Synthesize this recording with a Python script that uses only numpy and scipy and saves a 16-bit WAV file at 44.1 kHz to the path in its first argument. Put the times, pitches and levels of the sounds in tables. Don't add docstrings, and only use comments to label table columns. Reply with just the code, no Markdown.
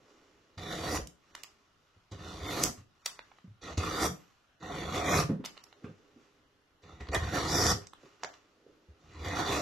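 import sys
import numpy as np
from scipy import signal
from scipy.fft import rfft, irfft
from scipy.io import wavfile
from scipy.ndimage import uniform_filter1d

SR = 44100
rng = np.random.default_rng(int(sys.argv[2]) if len(sys.argv) > 2 else 0)


def boost_factor(decibels):
    exponent = np.asarray(decibels, float) / 20
    return 10 ** exponent


def generate_wav(signal):
    frames = np.transpose(np.atleast_2d(signal))
    scaled = np.clip(frames, -1, 1) * 32767
    pcm = np.round(scaled).astype(np.int16)
    wavfile.write(sys.argv[1], SR, pcm)


N = 423801

# [f/Hz, level/dB]
AIR = [(15, -33.5), (25, -4), (71, 2), (128, -2), (318, -8), (879, -10), (1390, -7), (2240, -16),
       (3010, -12), (6040, -23), (8320, -33.5), (12400, -29.5), (15000, -37.5)]
# [f/Hz, likeness]
LIKENESS = [(60, 0.79), (240, 0.82), (950, 0.32), (3770, 0.12), (15000, 0.04)]
# [strongest t/s, rub level/dB, rustle level/dB, fade/(dB/s)]
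HANDS = [(.1, -64.5, -64.5, 16), (.33, -73, -68, 60), (1.34, -69.5, -62.5, 29), (1.37, -65, -53, 197),
         (1.47, -73, -63, 110), (1.85, -78.5, -72, 15), (2.78, -90, -56.5, 299), (3.075, -67, -47, 250),
         (3.1, -70, -58.5, 42.5), (3.36, -77, -68, 90), (4.2, -85.5, -63, 43), (5.47, -72, -49, 300),
         (5.5, -61.5, -73, 200), (5.57, -83, -60.5, 46), (5.846, -49, -61, 200), (5.86, -65.5, -67.5, 13),
         (6.22, -67, -65.5, 49), (7.82, -65, -56, 195), (8.04, -64.5, -60, 51), (8.25, -60, -54.5, 80),
         (8.34, -66, -57, 202), (8.38, -72, -67, 42), (8.66, -68, -73, 5.5), (9.051, -75.5, -66.5, 39)]
# [f/Hz, width/Hz, level/dB]
SLEEVE = [(1148, 250, -2), (2230, 3400, -1.5), (3400, 1320, -2), (5500, 2420, -8.5), (7100, 2500, -10.5)]
# [t/s, peak level/dB, f/Hz, block level/dB]
KNOCKS = [(0.573, -39.5, 90, -35), (0.984, -29, 59.4, -1.5), (.985, -37, 540, -20), (1.057, -48, 171, -14),
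          (1.963, -55.5, 95.5, -9), (2.115, -36, 92, -8), (2.41, -34.5, 80, -20), (2.698, -36.5, 248, -7.5),
          (2.779, -45, 101, -25), (3.442, -44, 177, -24.5), (3.478, -44.5, 101, -29),
          (3.774, -24, 79.3, -16), (4.089, -31, 165, -4.5), (5.24, -31, 152, 0), (5.293, -24.5, 142, 1.5),
          (5.31, -32, 199.4, -1.5), (5.329, -31.5, 191, -23), (5.402, -36, 234, -9), (5.846, -35.5, 100, 1),
          (5.845, -49, 1300, -30), (5.845, -55, 2600, -30), (5.896, -49, 166, -10),
          (6.161, -49.5, 285, -12), (7.005, -36.5, 73, -11.5), (7.087, -29.5, 66, -8.5),
          (7.17, -30, 75.4, -22), (7.218, -27.5, 79, -26), (7.245, -29.5, 83, -21), (7.739, -29.5, 107, -4),
          (8.033, -48.5, 364, -3), (8.234, -37, 666, -13), (8.664, -48, 405, -16.5),
          (8.886, -47.5, 81.5, -16), (9.15, -45, 80, -22), (9.201, -36, 78, -19), (9.261, -32, 79.4, -25)]
# [f/Hz, width/Hz, level/dB]
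BENCH = [(51.7, 15, -5.5), (79.4, 13, 3.5), (108, 23, -2), (153.5, 25, 2.5), (220, 75, -4)]
# [f/Hz, width/Hz, level/dB]
BLOCK = [(303.6, 64.5, 3.5), (407.8, 26, -2), (476.7, 112, 0), (727, 60, 1), (910, 554, 0.5),
         (1284, 384, 1.5), (1876, 150, -5), (2310, 560, -7), (2760, 400, -14)]
# [f/Hz, width/Hz, level/dB]
BLADE = [(3195, 700, -2.5), (3844, 700, -4), (4645, 260, -5.5), (5570, 1200, -2.5), (6320, 520, -2.5),
         (6813, 250, -4), (7750, 530, -11.5)]
# [f/Hz, width/Hz, level/dB]
EDGE = [(8650, 1100, 1), (9400, 900, -18), (10600, 3900, 13), (12100, 520, 9), (13400, 520, -7),
        (14360, 1900, -6)]
# [t/s, tearing level/dB]
PUSHES = [
    [(0.575, -64), (0.58, -45), (0.608, -49), (0.7, -42), (0.712, -37.5), (0.76, -41.5), (0.86, -38.5),
     (0.965, -33), (0.99, -46)],
    [(2.112, -65), (2.12, -48), (2.166, -56), (2.28, -46.5), (2.422, -46), (2.486, -36.5), (2.584, -35.5),
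     (2.66, -36), (2.7, -45)],
    [(3.772, -47), (3.778, -34), (3.792, -39.5), (3.978, -35.5), (4.036, -29.5), (4.07, -31), (4.09, -47.5)],
    [(4.6, -62.5), (4.63, -48), (4.8, -37.5), (4.88, -42), (4.96, -32), (5.03, -37.5), (5.088, -29),
     (5.198, -27), (5.24, -43)],
    [(7.186, -49), (7.22, -43), (7.314, -43), (7.354, -31), (7.43, -36.5), (7.48, -36), (7.56, -32),
     (7.718, -28.5), (7.74, -47)],
    [(9.0, -74), (9.234, -47), (9.254, -38.5), (9.34, -41), (9.396, -32.5), (9.444, -38.5), (9.534, -31),
     (9.592, -36), (9.61, -38.5)],
]
# [t/s, tearing level/dB]
FEELS = [
    [(3.612, -64.5), (3.622, -51.5), (3.656, -44), (3.726, -45), (3.76, -58.5), (3.765, -56)],
    [(6.82, -68), (6.838, -56), (6.86, -59), (6.9, -56), (6.994, -62.5), (7.008, -46), (7.042, -57),
     (7.075, -57), (7.1, -62), (7.113, -64.5)],
    [(7.114, -58), (7.124, -41), (7.135, -34), (7.152, -27), (7.166, -33), (7.186, -46.5)],
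]
# [half sunk t/s, depth 0-1, bench level/dB, blade level/dB, edge level/dB]
SINKS = [(.9, .7, -0.5, 0, 3.5), (2.601, 1.1, -1, 0, 1.5), (4.0, .9, -3, -1, 0.5), (5.11, .7, 0, -3, -3.5),
         (7.49, .9, 2.5, 0.5, 0), (9.57, .7, -1.5, 0, -1.5), (3.9, .1, -3, -0.5, -5), (7.2, .1, -2, -3, -6),
         (7.3, .1, 0, 1.5, -1.5)]
# (t/s, half length/s, level/dB)
SPLIT = (3.1, .012, 9.8)
# [from t/s, to t/s, f/Hz, level/dB]
ACCENTS = [(0.617, 0.784, 3700, 6.5), (0.576, 0.72, 1970, 6), (0.905, .99, 2720, -1), (.9, .99, 4100, -4.5),
           (2.13, 2.45, 2320, -0.5), (2.5, 2.7, 6650, 4), (2.504, 2.7, 11400, 5.5), (2.64, 2.72, 2740, -7),
           (3.62, 3.76, 6200, 3), (3.8, 4.0, 790, -0.5), (3.953, 4.09, 4430, -5.5), (4.62, 4.896, 1900, 3),
           (4.62, 4.9, 2420, -1.5), (4.7, 5.05, 3400, 3), (4.66, 4.9, 5000, -3), (5.03, 5.2, 2830, -6.5),
           (5.03, 5.233, 6130, 2.5), (5.05, 5.17, 4420, -18), (5.047, 5.23, 3250, 4), (5.052, 5.224, 2340, 3),
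           (5.054, 5.23, 1610, -2), (5.06, 5.162, 8340, -3), (6.87, 7.0, 3700, 3), (7.0, 7.18, 2120, 5),
           (7.13, 7.159, 3650, 5), (7.12, 7.43, 1840, 3), (7.2, 7.444, 3500, -1), (7.486, 7.724, 4880, 6),
           (7.486, 7.724, 5500, 3), (7.48, 7.73, 1560, 5), (7.5, 7.725, 1070, -2), (7.49, 7.73, 3740, 2),
           (7.528, 7.618, 4100, -3), (7.55, 7.7, 8700, -10), (7.556, 7.73, 2730, -4.5),
           (9.1, 9.35, 2070, 7.5), (9.236, 9.61, 1450, 2.5), (5.12, 5.24, 560, 2), (4.9, 5.1, 560, -3),
           (3.95, 4.09, 1100, 3), (2.45, 2.7, 8500, -5)]
# [t/s, peak level/dB, dull level/dB, left-right level/dB]
SNAPS = [(0.754, -38, -10, -2), (2.2294, -48, 2, -3), (2.3773, -44, -5, -4), (3.6375, -44, -11, -3),
         (3.7853, -37, -6, -3), (3.7912, -34, -11, -5), (3.849, -34, -11, -4), (4.7528, -38, -7, -1),
         (7.1466, -22, -11, -4), (7.2974, -40, -4, -4), (7.639, -22, -18, -5), (9.1361, -54, -9, -1),
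         (9.284, -34, -15, -3)]
# [t/s, peak level/dB, dull level/dB, left-right level/dB]
POPS = [(.947, -24, 36, -2), (.958, -26, 36, -2), (.974, -25, 36, -2), (4.032, -21, 36, -2),
        (4.058, -21, 36, -2.5), (5.142, -17, 36, -2), (5.163, -22, 36, -1), (5.1895, -19, 36, -2),
        (9.401, -27, 36, -2), (9.523, -25, 36, -2), (9.573, -25, 36, -2)]
# [t/s, peak level/dB, dull level/dB, left-right level/dB]
CHIPS = [(1.072, -30.5, -22, -5), (1.351, -27, 4.5, -2), (1.435, -26, -13, -8), (2.119, -47, -4, -2),
         (2.629, -28, -22, 5), (2.6345, -15, -25, 2), (2.6372, -4.5, -35, -1), (2.6555, -21.5, -17, -8.5),
         (3.0595, -12.5, -11, -2), (3.062, -14.5, -1.5, 4), (3.065, -25, 2, -4), (5.449, -29, 4, -5),
         (5.452, -28, 0, -2), (5.456, -28, -5, 5), (5.461, -25, -3, -2), (5.639, -39.5, -4, -12),
         (7.9345, -36.5, 12, -4)]
# [t/s, peak level/dB, dull level/dB, left-right level/dB]
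TAPS = [(1.352, -36, -17, -6), (1.443, -41, 7, -4), (3.192, -28.5, 16.5, -3), (3.317, -47.5, 29, -3.5),
        (3.386, -47, 12, -2), (5.442, -35.5, 14, -4), (5.459, -24, -5, 1), (5.57, -43, 13, -3),
        (5.576, -34, 6, -7), (5.596, -52, 5, -3), (5.669, -50, 5, -3), (5.727, -41.5, 8, -8.5),
        (5.843, -43, 29.5, 0), (6.838, -49, 3, -2), (7.006, -39.5, 6, -2), (7.009, -43, 3, -1),
        (7.071, -38.5, 13, 3), (7.087, -34, 0, -2), (7.089, -34.5, 14, -1), (7.092, -44, 4, -1),
        (7.6665, -11, -17, -4), (7.87, -35, -33, -5), (8.234, -22, 28, 0), (8.235, -24, -5.5, -6),
        (8.246, -23.5, 20, -3), (8.2465, -27, -5.5, -5), (8.339, -45, -1, -3)]
# [t/s, peak level/dB, f/Hz, cycles to fade 20 dB]
THUMPS = [(3.779, -26, 95, 4), (5.186, -25, 150, 12), (5.855, -39, 110, 3), (5.889, -44, 200, 6),
          (5.995, -57, 430, 14), (5.2445, -24, 150, 6), (5.291, -25, 280, 2.5), (5.298, -17, 250, 3),
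          (5.3045, -21, 230, 4), (5.3155, -22, 165, 6), (5.331, -25, 200, 4), (5.362, -32, 190, 7),
          (5.3965, -27, 230, 4), (5.843, -21, 230, 1.6)]
# [t/s, scrape/s, f/Hz, t60/s, level/dB]
STEEL = [
    (4.0, .09, 7062, .3, -50),
    (3.97, .1, 12576, .5, -56),
    (8.23, .02, 12576, .5, -78),
]
# [delay t/s, left level/dB, right level/dB]
NEAR = [(.00035, -24.5, -31), (.0009, -16.5, -14.5), (.0017, -11.5, -15), (.0031, -21.5, -11)]
# [f/Hz, t60/s]
DECAY = [(100, 0.62), (400, 0.39), (1500, 0.22), (5000, 0.23), (12000, 0.24)]
# [f/Hz, level/dB]
WET = [(100, -24), (500, -10.5), (2000, -4.5), (8000, -5.5)]
# [from t/s, to t/s, upper limit f/Hz]
TOPS = [(.86, .915, 16000), (.925, 1.005, 14700), (1.43, 1.445, 16400), (1.445, 1.47, 14600),
        (2.48, 2.75, 14500), (2.5, 2.59, 16200), (2.62, 2.68, 16500), (3.055, 3.1, 16300),
        (3.83, 3.9, 14400), (3.845, 3.885, 15700), (3.93, 3.98, 15300), (4.03, 4.1, 14500),
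        (4.92, 4.995, 14500), (5.05, 5.26, 13800), (5.125, 5.16, 16200), (5.165, 5.235, 14700),
        (5.45, 5.475, 14500), (7.12, 7.16, 15000), (7.31, 7.34, 14300), (7.34, 7.39, 14900),
        (7.545, 7.575, 16000), (7.52, 7.66, 14700), (7.705, 7.76, 14700), (9.36, 9.47, 14500),
        (9.51, 9.58, 14700), (9.58, 9.61, 13700)]
# [from t/s, to t/s, f/Hz]
GAPS = [(3.78, 3.81, 5200), (3.9, 4.15, 2600), (4.62, 4.7, 4800), (4.71, 4.9, 4950), (4.72, 4.9, 10500),
        (5.07, 5.15, 2850), (5.07, 5.15, 4400), (5.06, 5.165, 8400), (5.07, 5.14, 10000),
        (7.19, 7.28, 5250), (7.17, 7.3, 10500), (7.25, 7.29, 4050), (7.41, 7.5, 2500), (7.5, 7.6, 2650),
        (7.6, 7.72, 2780), (7.53, 7.61, 4120), (7.68, 7.72, 4450), (7.55, 7.69, 8300), (7.53, 7.61, 9700),
        (9.25, 9.36, 5100), (9.24, 9.33, 10800), (9.45, 9.5, 9000)]
# (from t/s, to t/s, level/dB)
LEAN = (8.2, 8.42, -12)


def evened(x):
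    return x / np.sqrt(np.mean(x ** 2) + 1e-20)


def read(points, hz):
    f, value = np.transpose(points)
    return np.interp(np.log(hz + 1), np.log(f + 1), value)


def add(mix, s, sound):
    part = mix[..., round(s * SR):][..., :sound.shape[-1]]
    part += sound[..., :part.shape[-1]]


def ring(x, hz, width):
    r = np.exp(-np.pi * width / SR)
    return 2 * signal.lfilter([1 - r], [1, -r * np.exp(2j * np.pi * hz / SR)], x).real


def resonate(x, hz, width):
    return ring(ring(x, hz, width), hz, width)


def body(x, modes, lean_db=lambda hz: 0):
    total, power = 0, 0
    for k, (hz, width, db) in enumerate(modes):
        gain = boost_factor(db + lean_db(hz))
        total = total + (-1) ** k * gain * evened(resonate(x, hz, 1.723 * width))
        power = power + gain ** 2
    return total / np.sqrt(power)


def fibres(per_s, spread_db):
    size = boost_factor(spread_db * np.minimum(rng.exponential(1, N), 4)) * rng.choice([-1., 1.], N)
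    return evened(size * (rng.random(N) < per_s / SR))


def air():
    frames, hz = N // 256 + 5, np.fft.rfftfreq(1024, 1 / SR)
    a, b, c, d, patches = rng.standard_normal((frames, 513, 5)).T
    patches = evened(uniform_filter1d(uniform_filter1d(patches, 10, axis=0), 14, axis=1))
    same = np.clip(read(LIKENESS, hz), -1, 1)[:, None]
    left = a + 1j * b
    right = same * left + np.sqrt(1 - same ** 2) * (c + 1j * d)
    z = np.array([left, right]) * boost_factor(read(AIR, hz)[:, None] + 2 * patches)
    return boost_factor(-71) * evened(signal.istft(z, nperseg=1024, noverlap=768)[1][:, :N])


def hands():
    t = np.arange(0, N, 64) / SR
    s, rub_db, rustle_db, fade = np.transpose(HANDS)[..., None]
    away_db = fade * np.maximum(t - s, 2.4 * (s - t))
    rub, rustle = (np.repeat(boost_factor(db - away_db).max(axis=0), 64)[:N] for db in (rub_db, rustle_db))
    grains = fibres(3000, 2.1)
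    return rub * body(grains, BLOCK[:3]) + rustle * body(grains, SLEEVE)


def knocks():
    out, t = np.zeros(N), np.arange(SR // 2) / SR
    rattle_t60 = 0.21
    rattles = rng.standard_normal((len(KNOCKS), len(t)))
    for (s, db, hz, wood_db), rattle in zip(KNOCKS, rattles):
        push = (t < .0012) * 0.48 + rattle * boost_factor(-60 * t / rattle_t60)
        thud = evened(resonate(push, hz, 0.41 * hz))
        thud += boost_factor(wood_db) * body(push, BENCH[3:] + BLOCK[:3])
        thud += boost_factor(wood_db - 17.0) * evened(resonate(push, 800, 900))
        add(out, s, boost_factor(db) * thud / abs(thud).max())
    return out


def controls():
    out, t = np.zeros((6, N)), np.arange(N) / SR
    out[0] = -120
    sink_s, bite_s = 0.018, 0.013
    for rows, (sunk, depth, *shares_db) in zip(PUSHES + FEELS, SINKS):
        s, db = np.transpose(rows)
        on = (t >= s[0]) & (t <= s[-1])
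        u = t[on]
        out[0, on] = np.interp(u, s, db)
        out[1, on] = depth / (1 + np.exp((sunk - u) / sink_s))
        out[2, on] = np.exp((s[0] - u) / bite_s)
        out[3:, on] = np.array(shares_db)[:, None]
    return out


def patchy(x, patchy_db):
    hz, t, z = signal.stft(x, SR, nperseg=512)
    patches = rng.standard_normal((len(t), len(hz))).T
    patches = evened(uniform_filter1d(uniform_filter1d(patches, 3, axis=0), 16, axis=1))
    start, end, mode_hz, db = np.transpose(ACCENTS)[..., None]
    fade_s, wide_hz = .012, 220
    held = np.clip(np.minimum(t - start, end - t) / fade_s + .5, 0, 1)
    accent_db = (db * np.exp(-.5 * ((hz - mode_hz) / wide_hz) ** 2)).T @ held
    shade_db = patchy_db * patches * (hz > 600)[:, None]
    return signal.istft(z * boost_factor(shade_db + accent_db), SR, nperseg=512)[1][:N]


def gouge():
    effort_db, depth, bite, bench_db, blade_db, edge_db = controls()
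    tearing = uniform_filter1d(boost_factor(effort_db), 130)
    over_db = np.maximum(effort_db + 40, -30)
    split_s, split_half_s, split_peak_db = SPLIT
    split_db = split_peak_db * np.exp(-((np.arange(N) / SR - split_s) / split_half_s) ** 2)
    shake = boost_factor(-4 + bench_db - 0.41 * over_db + 2.5 * depth)
    hiss = boost_factor(-8 + blade_db + 3.5 * depth + 6.5 * bite + split_db)
    fizz = boost_factor(-24 + edge_db + 0.39 * over_db + 6.5 * depth - 5 * bite + split_db)
    slips = boost_factor(.7 * evened(uniform_filter1d(rng.standard_normal(N), 500)))
    coarse = fibres(3000, 3) * slips
    fine = fibres(6000, 2.4) * slips
    shallow_hz, deep_hz, bite_hz = 3750, 5454, 885
    blade_hz = shallow_hz + (deep_hz - shallow_hz) * depth + bite_hz * bite
    blade = body(fine, BLADE, lambda hz: -(12 + 10 * depth) * abs(np.log2(hz / blade_hz)))
    drive = tearing * shake
    low = body(drive * coarse, BENCH) * np.sqrt(np.mean(drive ** 2))
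    high = body(coarse, BLOCK) + hiss * blade + fizz * body(fine, EDGE)
    return low + tearing * patchy(high, 2.9)


def chips(rows, bright_db):
    out, t, f = np.zeros((2, N)), np.arange(2048) / SR - .004, np.fft.rfftfreq(2048, 1 / SR) + 1
    thin_hz, thick_hz, thick_db = 6136, 3500, -2
    cracks = rng.standard_normal((len(rows), len(t)))
    for (s, db, dull_db, pan_db), crack in zip(rows, cracks):
        hz = thick_hz + (thin_hz - thick_hz) / (1 + boost_factor(4.3 * (dull_db - thick_db)))
        snap = np.clip(db + 45, 3, 25) * (abs(t) < .5 / SR)
        envelope = np.where(t < 0, np.exp(t / .0008), np.exp(-t / .0017))
        crack = (crack ** 3 + snap) * envelope
        # level/dB, f/Hz, width/octaves
        parts = ((0, hz, .25), (dull_db, 1100, .8), (bright_db, 12200, .35), (-4, 3200, .45),
                 (0.53 * bright_db - 4.0, 7200, .25), (dull_db - 13, 480, .6))
        colour = 0
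        for g_db, at_hz, wide in parts:
            band = np.exp(-.5 * (np.log2(f / at_hz) / wide) ** 2)
            colour = colour + boost_factor(g_db) * band / np.sqrt(at_hz * wide)
        tick = irfft(rfft(crack) * colour)
        add(out, s - .0035, boost_factor(db) * tick / abs(tick).max() * boost_factor([[pan_db / 2], [-pan_db / 2]]))
    return out


def thumps():
    out, t = np.zeros(N), np.arange(SR // 8) / SR
    for s, db, hz, cycles in THUMPS:
        rise = np.minimum(t * hz / .7, 1)
        add(out, s, -boost_factor(db - 20 * t * hz / cycles) * rise * np.sin(2 * np.pi * hz * t))
    return out


def steel():
    out, t = np.zeros(N), np.arange(SR // 2) / SR
    for s, scrape, hz, t60, db in STEEL:
        sing = ring(rng.standard_normal(len(t)) * (t < scrape), hz, 2.2 / t60)
        add(out, s, boost_factor(db) * sing / abs(sing).max())
    return out


def bench_top(x):
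    out = np.array([x, x])
    for s, left_db, right_db in NEAR:
        add(out, s, x * boost_factor([[left_db], [right_db]]) * [[1], [-1]])
    return out


def scatter(x):
    t = np.arange(600) / SR
    taps = rng.standard_normal((2, len(t))) ** 3 * np.exp(-t / .004) * (t > .0003)
    taps = taps / np.linalg.norm(taps, axis=1, keepdims=True)
    taps = signal.lfilter(*signal.butter(1, 3000, "high", fs=SR), taps)
    return boost_factor(-3.5) * signal.oaconvolve(x[None], taps, axes=1)[:, :N]


def shop(x):
    taps = np.zeros((2, SR))
    at = np.arange(400, SR - 20, 20)[:, None] + rng.integers(0, 20, ((SR - 401) // 20, 2))
    np.put_along_axis(taps, at.T, rng.choice([-1., 1.], at.T.shape), axis=1)
    hz, t, z = signal.stft(taps, SR, nperseg=512)
    z = z * boost_factor(-60 * t / read(DECAY, hz)[:, None])
    z = z / np.sqrt((abs(z) ** 2).sum(axis=2, keepdims=True)) * boost_factor(read(WET, hz))[:, None]
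    tail = signal.istft(z, SR, nperseg=512)[1]
    tail *= boost_factor(WET[-1][1]) / np.linalg.norm(tail[0])
    return signal.fftconvolve(x[None], tail, axes=1)[:, :N]


def scene():
    work = gouge() + steel() + knocks() + thumps() + hands()
    ticks = chips(CHIPS, -6.5) + chips(SNAPS, -17) + chips(TAPS + POPS, -26)
    bass = ring(work, 0.32, 670) / 2
    near = (bass + bench_top(work - bass)) * boost_factor([[-1.6], [.6]])
    tick_mid = ticks.mean(axis=0)
    return near + ticks + scatter(work + tick_mid) + shop(work + boost_factor(-0.5) * tick_mid) + air()


def band_limit(x):
    return signal.sosfilt(signal.butter(12, 16650, fs=SR, output="sos"), x)


def record(dry):
    hz, t, z = signal.stft(dry, SR, nperseg=1024)
    power = uniform_filter1d((abs(z) ** 2).mean(axis=0), 6, axis=1)
    band_db = 10 * np.log10(uniform_filter1d(power, 4, axis=0) + 1e-20)
    around_db = uniform_filter1d(band_db, 40, axis=0)
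    wander_db = 1.5 * np.repeat(rng.standard_normal(len(t) // 3 + 1), 3)[:len(t)]
    keep = np.where((hz > 1900)[:, None], band_db > around_db - 4.6 + wander_db, 1.)

    start, end, top_hz = np.transpose(TOPS)[..., None]
    limit_hz = np.maximum((top_hz * (t > start) * (t < end)).max(axis=0), 13200)
    keep *= hz[:, None] < limit_hz
    for start, end, gap_hz in GAPS:
        notch_db = -16 * np.exp(-.5 * ((hz - gap_hz) / 110) ** 2)
        keep[:, (t > start) & (t < end)] *= boost_factor(notch_db)[:, None]

    weak, under = (hz > 8300) & (hz < 10200), (hz > 5500) & (hz < 8000)
    weak_db, under_db = band_db[weak].mean(axis=0), band_db[under].mean(axis=0)
    keep[weak] *= np.clip((weak_db - under_db + 18 + np.maximum(under_db + 69, 0)) / 2, .25, 1)
    keep[np.ix_(weak, (t > LEAN[0]) & (t < LEAN[1]))] *= boost_factor(LEAN[2])

    now_db = 10 * np.log10((abs(z[:, hz > 2000]) ** 2).sum(axis=(0, 1)) + 1e-20)
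    click = now_db - signal.medfilt(now_db, kernel_size=11) > 8
    beside = (np.convolve(click, np.ones(9))[2:len(t) + 2] > 0) & ~click
    blocks = np.kron(rng.random((len(t) // 2 + 1, 52)).T, np.ones((10, 2)))[:len(hz), :len(t)]
    keep[(blocks < .18) & beside & (hz > 2000)[:, None]] *= .05
    mix = signal.istft(z * keep, SR, nperseg=1024)[1][:, :N]
    return band_limit(mix)


dry = scene()
out = record(dry)
generate_wav(out)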